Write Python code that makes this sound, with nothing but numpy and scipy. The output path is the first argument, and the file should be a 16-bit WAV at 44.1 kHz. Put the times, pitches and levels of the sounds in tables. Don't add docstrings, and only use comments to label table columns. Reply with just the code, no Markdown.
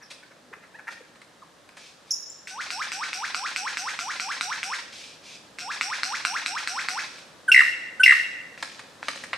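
import sys
import numpy as np
from scipy import signal
from scipy.fft import rfft, irfft, next_fast_len
from scipy.io import wavfile

SR = 44100
rng = np.random.default_rng(int(sys.argv[2]) if len(sys.argv) > 2 else 0)


def dump(signal):
    limited = np.clip(np.atleast_2d(signal).T, -1, 1)
    pcm = np.round(limited * 32767).astype(np.int16)
    wavfile.write(sys.argv[1], SR, pcm)


N = 413216
TIME = np.arange(N) / SR

# snap t/s, force/dB, crest of the glide after the snap/s, steep part of the glide/s
WHOOPS = [(2.4724, -34, 0.13, 0.029), (2.7043, -9, 0.11, 0.025), (2.9189, -10.5, 0.11, 0.017),
          (3.1308, -11, 0.11, 0.016), (3.346, -7, 0.11, 0.023), (3.5616, -5.5, 0.11, 0.013),
          (3.7711, -7.5, 0.11, 0.019), (3.9902, -10.5, 0.11, 0.021), (4.1982, -7, 0.11, 0.019),
          (4.41, -4.5, 0.11, 0.016), (4.6305, -8, 0.1, 0.02), (5.586, -20.5, .121, 0.018),
          (5.811, -4, .118, 0.023), (6.0329, -2.5, 0.11, 0.017), (6.2505, -1, .11, 0.021),
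          (6.4613, -4.5, 0.11, 0.019), (6.6743, -5, 0.11, 0.019), (6.886, -5, 0.098, 0.014)]
# f/Hz, level/dB, t60/s
SNAP_MODES = [(1564, -1.5, 0.0058), (2170, 11.5, 0.0029), (4050, 2, 0.0041), (6260, -25.5, 0.0013),
              (8070, -14, 0.0034)]
# yelp t/s, starting f/Hz of the lead note, closing slur after the yelp/s
RINGING_CALLS = [(7.5169, 1710, .087), (8.0334, 1520, .08)]
# t/s, length/s, start f/Hz, middle f/Hz, end f/Hz, level/dB
CHIPS = [(0.02, 0.028, 6370, 5360, 4700, -46), (2.1062, 0.013, 6740, 5310, 7000, -15),
         (2.115, .012, 6100, 6950, 7000, -26), (2.296, .013, 7360, 7200, 7150, -34)]
# t/s, length/s, start f/Hz, end f/Hz, level/dB
MURMURS = [(.514, 0.015, 410, 450, -39), (.567, 0.016, 400, 470, -43), (1.004, 0.014, 537, 440, -38),
           (1.417, 0.024, 1380, 850, -38)]
# t/s, length/s, start f/Hz, end f/Hz, level/dB, roughness 0-1
CLUCKS = [(.005, 0.04, 955, 784, -49, 0.7), (0.223, 0.023, 727, 770, -49, 0.4),
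          (0.304, 0.026, 793, 695, -51.5, 0.6), (0.526, 0.019, 471, 427, -39, 0.76),
          (0.625, 0.032, 710, 623, -49, 0.5), (0.738, 0.031, 750, 1020, -44, 0),
          (0.784, 0.023, 868, 790, -42, 0.5), (0.869, 0.029, 434, 480, -31, 0.44)]
# t/s, level/dB, decay of the crunch/s, treble limit f/Hz
STEPS = [(0.107, -36.5, 0.015, 12000), (.923, -33, 0.0047, 10000), (1.156, -43, .006, 8000),
         (1.216, -39, 0.0075, 8000), (1.69, -40.5, 0.0034, 8000), (1.769, -35.5, .01, 10000),
         (7.182, -41, 0.0067, 10000), (8.576, -30.5, 0.0017, 2400), (8.626, -18, 0.004, 7000),
         (8.793, -30, 0.0062, 7000), (9.0288, -20, 0.00099, 2420), (9.0836, -14.5, 0.004, 7000),
         (9.158, -27.5, 0.003, 9000), (9.237, -25.5, .0064, 8700), (9.331, -15.5, 0.0084, 3800)]
# t/s, attack/s, hold/s, release/s, level/dB
SWISHES = [(0.099, .008, .004, .03, -43), (0.884, 0.044, .004, 0.018, -47.5),
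           (1.75, 0.034, 0.082, 0.089, -52), (2.03, 0.076, .005, .01, -56),
           (4.92, .008, 0.028, 0.28, -44.5), (5.209, 0.066, 0.079, .035, -47),
           (7.064, 0.064, 0.056, 0.081, -51.5), (8.572, 0.0085, .16, 0.056, -51.5),
           (9.02, .01, 0.16, 0.098, -47.5)]
# t/s, relative level/dB
RUMBLE_SWELL = [(0.0, -65), (0.42, -61.5), (2.27, -67), (2.92, -60), (3.18, -61.5), (8.92, -60),
                (9.37, -55)]

WHOOP_HARMONICS = [-1, -76, -17.5, -78, -57]
SQUEAK_HARMONICS = [-11.5, 0, -13.5, -23]
YELP_HARMONICS = [-2.5, -23, -40, -41, -43]
PIP_HARMONICS = [-3.5, -32.5, -67, -41.5]
NOTE_HARMONICS = [-4, -30, -47, -49.5, -42.5, -35.5, -56]

# f/Hz, width/Hz, level/dB
BUZZ_THROAT = [(1436, 193, 7), (2510, 110, 10.5), (4100, 2300, 1.5), (5130, 1240, 7), (7740, 600, 1.5),
               (12000, 3200, -19)]
CLUCK_THROAT = [(450, 120, -14), (890, 330, 12), (1740, 360, 20), (2650, 630, 2.5), (5150, 1100, -45)]
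BEAK_MODES = [(10800, 4000, 7)]
TWIG_MODES = [(268, 31, -8), (539, 47, -2), (943, 610, -1.5), (1810, 650, 2.5), (2380, 700, 1),
              (4340, 1370, -8), (8540, 2800, -12.5)]

# f/Hz, relative level/dB
SPRAY_COLOUR = [(2500, -7), (4000, 9.5), (8000, -3), (11000, -7), (14000, -15), (16000, -32)]
SWISH_COLOUR = [(530, -44), (900, -16), (1240, -24), (1290, -22), (1590, -8), (1820, -11.5), (2420, 5.5),
                (2930, -1.5), (3180, 2), (5700, -1.5), (9180, -13.5), (15500, -36)]
HUSH_COLOUR = [(15, -44), (25, -23.5), (170, -5.5), (437, -6.5), (500, -3.5), (637, -5.5), (1280, -7.5),
               (1390, -7.5), (1510, -9.5), (1640, -7), (2330, -15), (3780, -13.5), (7220, -20),
               (8730, -21.5), (15800, -37)]
RUMBLE_COLOUR = [(30, -39), (90, -8.5), (200, -2), (300, 2.5), (400, -9.5), (550, 2.5), (1000, -30),
                 (2500, -51)]

# f/Hz, level/dB
NEAR_COLOUR = [(200, -3.5), (1000, -2.5), (2000, 0), (3500, 1.5), (6000, 4.5), (12000, 3.5)]
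# f/Hz, t60/s, level/dB
TRUNK_TAIL = [(200, 0.71, -24), (900, 0.53, -11), (1980, 1, -8.5), (4030, 0.81, -4), (7000, 0.9, -4.5),
              (14000, 0.33, -4)]

USUAL_FORCE_DB = -10
WHISTLE_DB, WHISTLE_FOLLOWS = -25, 0.092
BUZZ_DB, BUZZ_FOLLOWS = -38.5, 0.3


def whoops(rest_hz=708, creep_hz=875, crest_hz=1490, top_hz=2500, lead_s=.105, swell_db_per_s=229):
    out = np.zeros(N)
    shape = envelope(0.02, lead_s - .021, 0.023, -swell_db_per_s) * from_db(-swell_db_per_s * lead_s)
    octave = from_db(-16) * envelope(.012, .016, .024)
    t = np.arange(len(shape)) / SR - lead_s
    for s, force, crest, steep in WHOOPS:
        creep = (creep_hz - rest_hz) * np.exp(t / 0.033)
        leap = (crest_hz - creep_hz) * np.exp(.9 * t / np.where(t < 0, steep * .8, .0125))
        climb = np.minimum(leap / crest_hz, 1)
        hz = np.minimum(rest_hz * rng.normal(1, 0.0161) + creep + leap, top_hz)
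        hz *= 1 + 0.018 * (1 + 2 * climb) * wander(len(t), 218.4)
        flutter = from_db(3 * climb * wander(len(t), 633))
        gain, start = effort(force, WHISTLE_DB, WHISTLE_FOLLOWS), s + crest - lead_s
        add(out, start, gain * shape * flutter * whistle(hz, WHOOP_HARMONICS))
        add(out, start + .006, gain * octave * whistle(2 * hz[:len(octave)], [0]))
    return out


def snaps(gain_db=-4, scatter_db=3.5, knock_hz=260, knock_db=-38, knock_s=0.014):
    out, t = np.zeros(N), np.arange(SR // 25) / SR
    low_cut = signal.butter(4, 800, "high", fs=SR, output="sos")
    knock = from_db(knock_db) * np.sin(2 * np.pi * knock_hz * t) * np.exp(-t / knock_s)
    for s, force, *_ in WHOOPS:
        click = 0
        for hz, db, t60 in SNAP_MODES:
            decay = from_db(db + rng.normal(0, scatter_db) - 60 * t / t60)
            click += decay * np.sin(2 * np.pi * hz * rng.normal(1, 0.062) * t)
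        click = signal.sosfilt(low_cut, click * (1 - np.exp(-t / 0.00047)))
        add(out, s, from_db(force + gain_db) * (click / np.abs(click).max() + knock))
    return out


def buzzes(pulse_hz=155, gain_db=4.5):
    out, shape = np.zeros(N), envelope(0.00084, 0.051, 0.025, sag_db_per_s=206)
    pitch_ratio = 1.04 - .6 * np.arange(len(shape)) / SR
    for s, force, *_ in WHOOPS:
        hz = pulse_hz * (1 + 0.031 * wander(2 * len(shape), 100))
        rasp = rms_one(resonate(pulses(hz, rough=1), BUZZ_THROAT))
        sagging = np.interp(np.cumsum(pitch_ratio) * rng.normal(1, .015), np.arange(len(rasp)), rasp)
        add(out, s, effort(force, BUZZ_DB + gain_db, BUZZ_FOLLOWS) * shape * sagging)
    return out


def squeaks(pitch_hz=2983, scoop_hz=449.5, sag_hz_per_s=2700, settle_s=0.038, gain_db=1):
    out, shape = np.zeros(N), envelope(0.017, 0.072, 0.026, sag_db_per_s=64)
    t = np.arange(len(shape)) / SR
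    hz = pitch_hz - scoop_hz * np.exp(-t / 0.011) - sag_hz_per_s * t
    for s, force, *_ in WHOOPS:
        jitter = (.022 + .06 * np.exp(-t / settle_s)) * wander(len(t), 1100) + .02 * wander(len(t), 25)
        tone = whistle(hz * (1 + jitter), SQUEAK_HARMONICS)
        flutter = from_db(2.5 * wander(len(t), 300))
        add(out, s + .003, effort(force, BUZZ_DB + gain_db, BUZZ_FOLLOWS) * shape * flutter * tone)
    return out


def opening_chirps(pause_s=.5):
    out, previous = np.zeros(N), 0
    for s, *_ in WHOOPS:
        if s - previous > pause_s:
            add(out, s - 0.0011, note(0.0053, [2850, 1150], -27, PIP_HARMONICS))
        previous = s
    return out


def crest_rasps(centre_hz=1600, gain_db=-8.5):
    out, shape = np.zeros(N), envelope(0.034, 0.0074, 0.035)
    for s, force, crest, _ in WHOOPS:
        hz = centre_hz * np.exp(0.211 * wander(len(shape), 1812))
        gain = effort(force, WHISTLE_DB + gain_db, WHISTLE_FOLLOWS)
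        add(out, s + crest - .012, gain * shape * whistle(hz, [0]))
    return out


def whoop_hiss(opening_db=-43, closing_db=-31):
    level = np.zeros(N)
    for s, _, crest, _ in WHOOPS:
        add(level, s + 0.0014, from_db(opening_db) * envelope(0.0027, 0.016, .05))
        add(level, s + crest - .008, from_db(closing_db) * envelope(0.033, 0.06, 0.044, sag_db_per_s=207))
    return level * grainy_noise(SWISH_COLOUR, grain_db=2.5)


def after_notes(delay_s=.052, length_s=0.032, start_hz=780, end_hz=1400, gain_db=-15):
    out, size = np.zeros(N), int(length_s * SR)
    for s, force, crest, _ in WHOOPS:
        hz = np.geomspace(start_hz, end_hz, size) * (1 + .2 * wander(size, 1600))
        flick = arch(size, 0.16) * whistle(hz, [0, 4.5, -13, 1.5])
        gain = effort(force, WHISTLE_DB + gain_db, WHISTLE_FOLLOWS)
        add(out, s + crest + delay_s + rng.normal(0, .002), gain * flick)
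    return out


def ringing_calls(pips=5, pip_hz=2064, step_hz=45, fall_hz=201, spacing_s=.0168, hurry_s=.0012):
    out = np.zeros(N)
    for s, lead_start_hz, slur_s in RINGING_CALLS:
        lead = note(0.023, [lead_start_hz, 1501, 1501], -8.5, peak=0.67, waver=0.01)
        yelp = note(0.012, [2480, 2768, 2460], -2, YELP_HARMONICS, peak=0.29, fullness=0.58, waver=0.041)
        add(out, s - .038, lead)
        add(out, s, yelp)
        at = s + .027
        for k in range(pips):
            hz = pip_hz - step_hz * k
            db = 1 if k < pips - 1 else -1.5
            add(out, at, note(.0062, [hz + fall_hz, hz - fall_hz], db, PIP_HARMONICS, waver=0.012))
            at += spacing_s - hurry_s * k
        add(out, s + slur_s, note(0.0204, [1580, 970], -19.5))
    return out


def call_spray(yelp_db=-36, trill_db=-37):
    level = np.zeros(N)
    for s, *_ in RINGING_CALLS:
        add(level, s, from_db(yelp_db) * envelope(0.0055, 0.009, 0.056))
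        add(level, s + 0.057, from_db(trill_db) * envelope(.025, 0.022, 0.16, sag_db_per_s=67))
    return level * grainy_noise(SPRAY_COLOUR, grain_db=1.5)


def chips_and_murmurs():
    out = np.zeros(N)
    for s, length, *pitches, db in CHIPS + MURMURS:
        add(out, s, note(length, pitches, db))
    return out


def beak(voice):
    return voice + resonate(voice, BEAK_MODES)


def clucks():
    out = np.zeros(N)
    for s, length, start_hz, end_hz, db, rough in CLUCKS:
        size = int(length * SR)
        voice = resonate(pulses(np.linspace(start_hz, end_hz, size), rough), CLUCK_THROAT)
        add(out, s, from_db(db) * arch(size, 0.57) * rms_one(voice))
    return out


def steps(gain_db=1.5, settle_db=-30, settle_s=0.014):
    out, t = np.zeros(N), np.arange(SR // 6) / SR
    for s, db, decay_s, top_hz in STEPS:
        breaks = np.exp(-t / decay_s)
        settling = from_db(settle_db + 4 * wander(len(t), 900)) * np.exp(-t / settle_s)
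        crunch = resonate(rng.standard_normal(len(t)) * (breaks + settling), TWIG_MODES)
        crunch = signal.sosfilt(signal.butter(2, top_hz, fs=SR, output="sos"), crunch)
        add(out, s, from_db(db + gain_db) * crunch / np.abs(crunch).max())
    return out


def swishes():
    level = np.zeros(N)
    for s, attack, hold, release, db in SWISHES:
        add(level, s, from_db(db) * envelope(attack, hold, release))
    return level * grainy_noise(SWISH_COLOUR, grain_db=1)


def ground_bounce(x, lag_s=0.000487, bounce_db=-26):
    bounce = from_db(bounce_db)
    return (x + bounce * np.interp(TIME - lag_s, TIME, x)) / (1 + bounce / 2)


def forest_echoes(x, gap_s=.004, near_db=-5.5, near_s=.028, build_s=0.0026, lumpy_db=5.5):
    t = np.arange(SR * 5 // 4) / SR
    centres, t60s, levels = np.transpose(TRUNK_TAIL)
    edges = np.geomspace(100, 16000, 9)
    echoes = rng.standard_normal((2, len(t))) * (t > gap_s)
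    echoes *= rms_one(from_db(lumpy_db * wander(len(t), 700)))
    near = from_db(near_db) * np.exp(-t / near_s) * np.sqrt(2 / near_s / SR)
    spectrum, bins, response = rfft(echoes), np.fft.rfftfreq(len(t), 1 / SR), 0
    for low, high in zip(edges, edges[1:]):
        hz = np.sqrt(low * high)
        t60, db = (np.interp(np.log(hz), np.log(centres), column) for column in (t60s, levels))
        far = from_db(-60 * t / t60) * (1 - np.exp(-t / build_s))
        far *= from_db(db) / np.linalg.norm(far)
        near_gain = from_db(np.interp(hz, *np.transpose(NEAR_COLOUR)))
        band = irfft(spectrum * ((bins >= low) & (bins < high)), len(t))
        response += band * np.hypot(near * near_gain, far)
    mid, side = signal.fftconvolve(x[None], response, axes=1)[:, :N]
    return stereo(mid, side, side_db=-4.5)


def forest_hush(start_db=-57, rise_db_per_s=0.57):
    hush = stereo(noise(HUSH_COLOUR), noise(HUSH_COLOUR), side_db=-6)
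    return from_db(start_db + rise_db_per_s * TIME) * hush


def rumble(mean_db=-61, swing=1.23):
    swell_db = np.interp(TIME, *np.transpose(RUMBLE_SWELL))
    return from_db(mean_db + swing * (swell_db - swell_db.mean())) * noise(RUMBLE_COLOUR)


def effort(force_db, usual_db, follows):
    return from_db(usual_db + follows * (force_db - USUAL_FORCE_DB))


def note(length_s, pitches_hz, db, harmonics_db=NOTE_HARMONICS, peak=0.47, fullness=1.0, waver=0.017):
    size = int(length_s * SR)
    bend = np.polyfit(np.linspace(0, 1, len(pitches_hz)), pitches_hz, len(pitches_hz) - 1)
    hz = np.polyval(bend, np.linspace(0, 1, size)) * (1 + waver * wander(size, 2910))
    return from_db(db) * arch(size, peak) ** fullness * whistle(hz, harmonics_db)


def whistle(hz, harmonics_db):
    phase = 2 * np.pi * np.cumsum(hz) / SR
    return sum(from_db(db) * np.sin(k * phase) * (k * hz < SR / 2) for k, db in enumerate(harmonics_db, 1))


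def pulses(hz, rough):
    cycles = np.cumsum(hz) / SR
    clicks = np.diff(np.floor(cycles), prepend=-1)
    turbulence = rng.standard_normal(len(hz)) * np.cos(np.pi * cycles) ** 2
    return (1 - rough) * rms_one(clicks) + rough * rms_one(turbulence)


def resonate(x, modes):
    out = 0
    for k, (hz, width, db) in enumerate(modes):
        r = np.exp(-np.pi * width / SR)
        ring = signal.lfilter([1, 0, -1], [1, -2 * r * np.cos(2 * np.pi * hz / SR), r * r], x)
        out += (-1) ** k * from_db(db) * (1 - r * r) / 2 * ring
    return out


def noise(colour):
    hz, db = np.transpose(colour)
    size = next_fast_len(N, real=True)
    gain = from_db(np.interp(np.log(np.fft.rfftfreq(size, 1 / SR) + 1), np.log(hz), db))
    return rms_one(irfft(rfft(rng.standard_normal(size)) * gain, size)[:N])


def grainy_noise(colour, grain_db):
    return noise(colour) * from_db(grain_db * wander(N, 400))


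def wander(size, hz):
    position = np.arange(size) * hz / SR
    count = int(position[-1]) + 2
    return np.interp(position, np.arange(count), rng.standard_normal(count))


def envelope(attack_s, hold_s, release_s, sag_db_per_s=0):
    t = np.arange(0, attack_s + hold_s + release_s, 1 / SR)
    gate = np.clip(np.minimum(t / attack_s, (t[-1] - t) / release_s), 0, 1)
    return np.sin(gate * np.pi / 2) ** 2 * from_db(-sag_db_per_s * t)


def arch(size, peak):
    return np.sin(np.interp(np.arange(size) / size, [0, peak, 1], [0, np.pi / 2, np.pi]))


def stereo(mid, side, side_db):
    return mid + from_db(side_db) * side * np.array([[1], [-1]])


def from_db(db):
    return 10 ** (np.asarray(db) / 20)


def rms_one(x):
    return x / np.sqrt(np.mean(x ** 2) + 1e-20)


def add(out, s, sound):
    at = max(round(s * SR), 0)
    out[at:at + len(sound)] += sound[:max(N - at, 0)]


def scene():
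    runs = opening_chirps() + snaps() + buzzes() + squeaks()
    runs += whoops() + crest_rasps() + whoop_hiss() + after_notes()
    calls = beak(ringing_calls() + chips_and_murmurs()) + call_spray() + clucks()
    low_cut = signal.butter(1, 200, "high", fs=SR, output="sos")
    bird = signal.sosfilt(low_cut, ground_bounce(runs + calls + steps() + swishes()))
    background = forest_hush() + rumble()
    return bird + forest_echoes(bird) + background


def record(dry, soften_hz=13500, ceiling=.95, cutoff_hz=15500):
    soft = signal.sosfilt(signal.butter(2, soften_hz, fs=SR, output="sos"), dry)
    rounded = soft / (1 + (soft / ceiling) ** 8) ** (1 / 8)
    return signal.sosfilt(signal.ellip(10, .1, 90, cutoff_hz, fs=SR, output="sos"), rounded)


dry = scene()
out = record(dry)
dump(out)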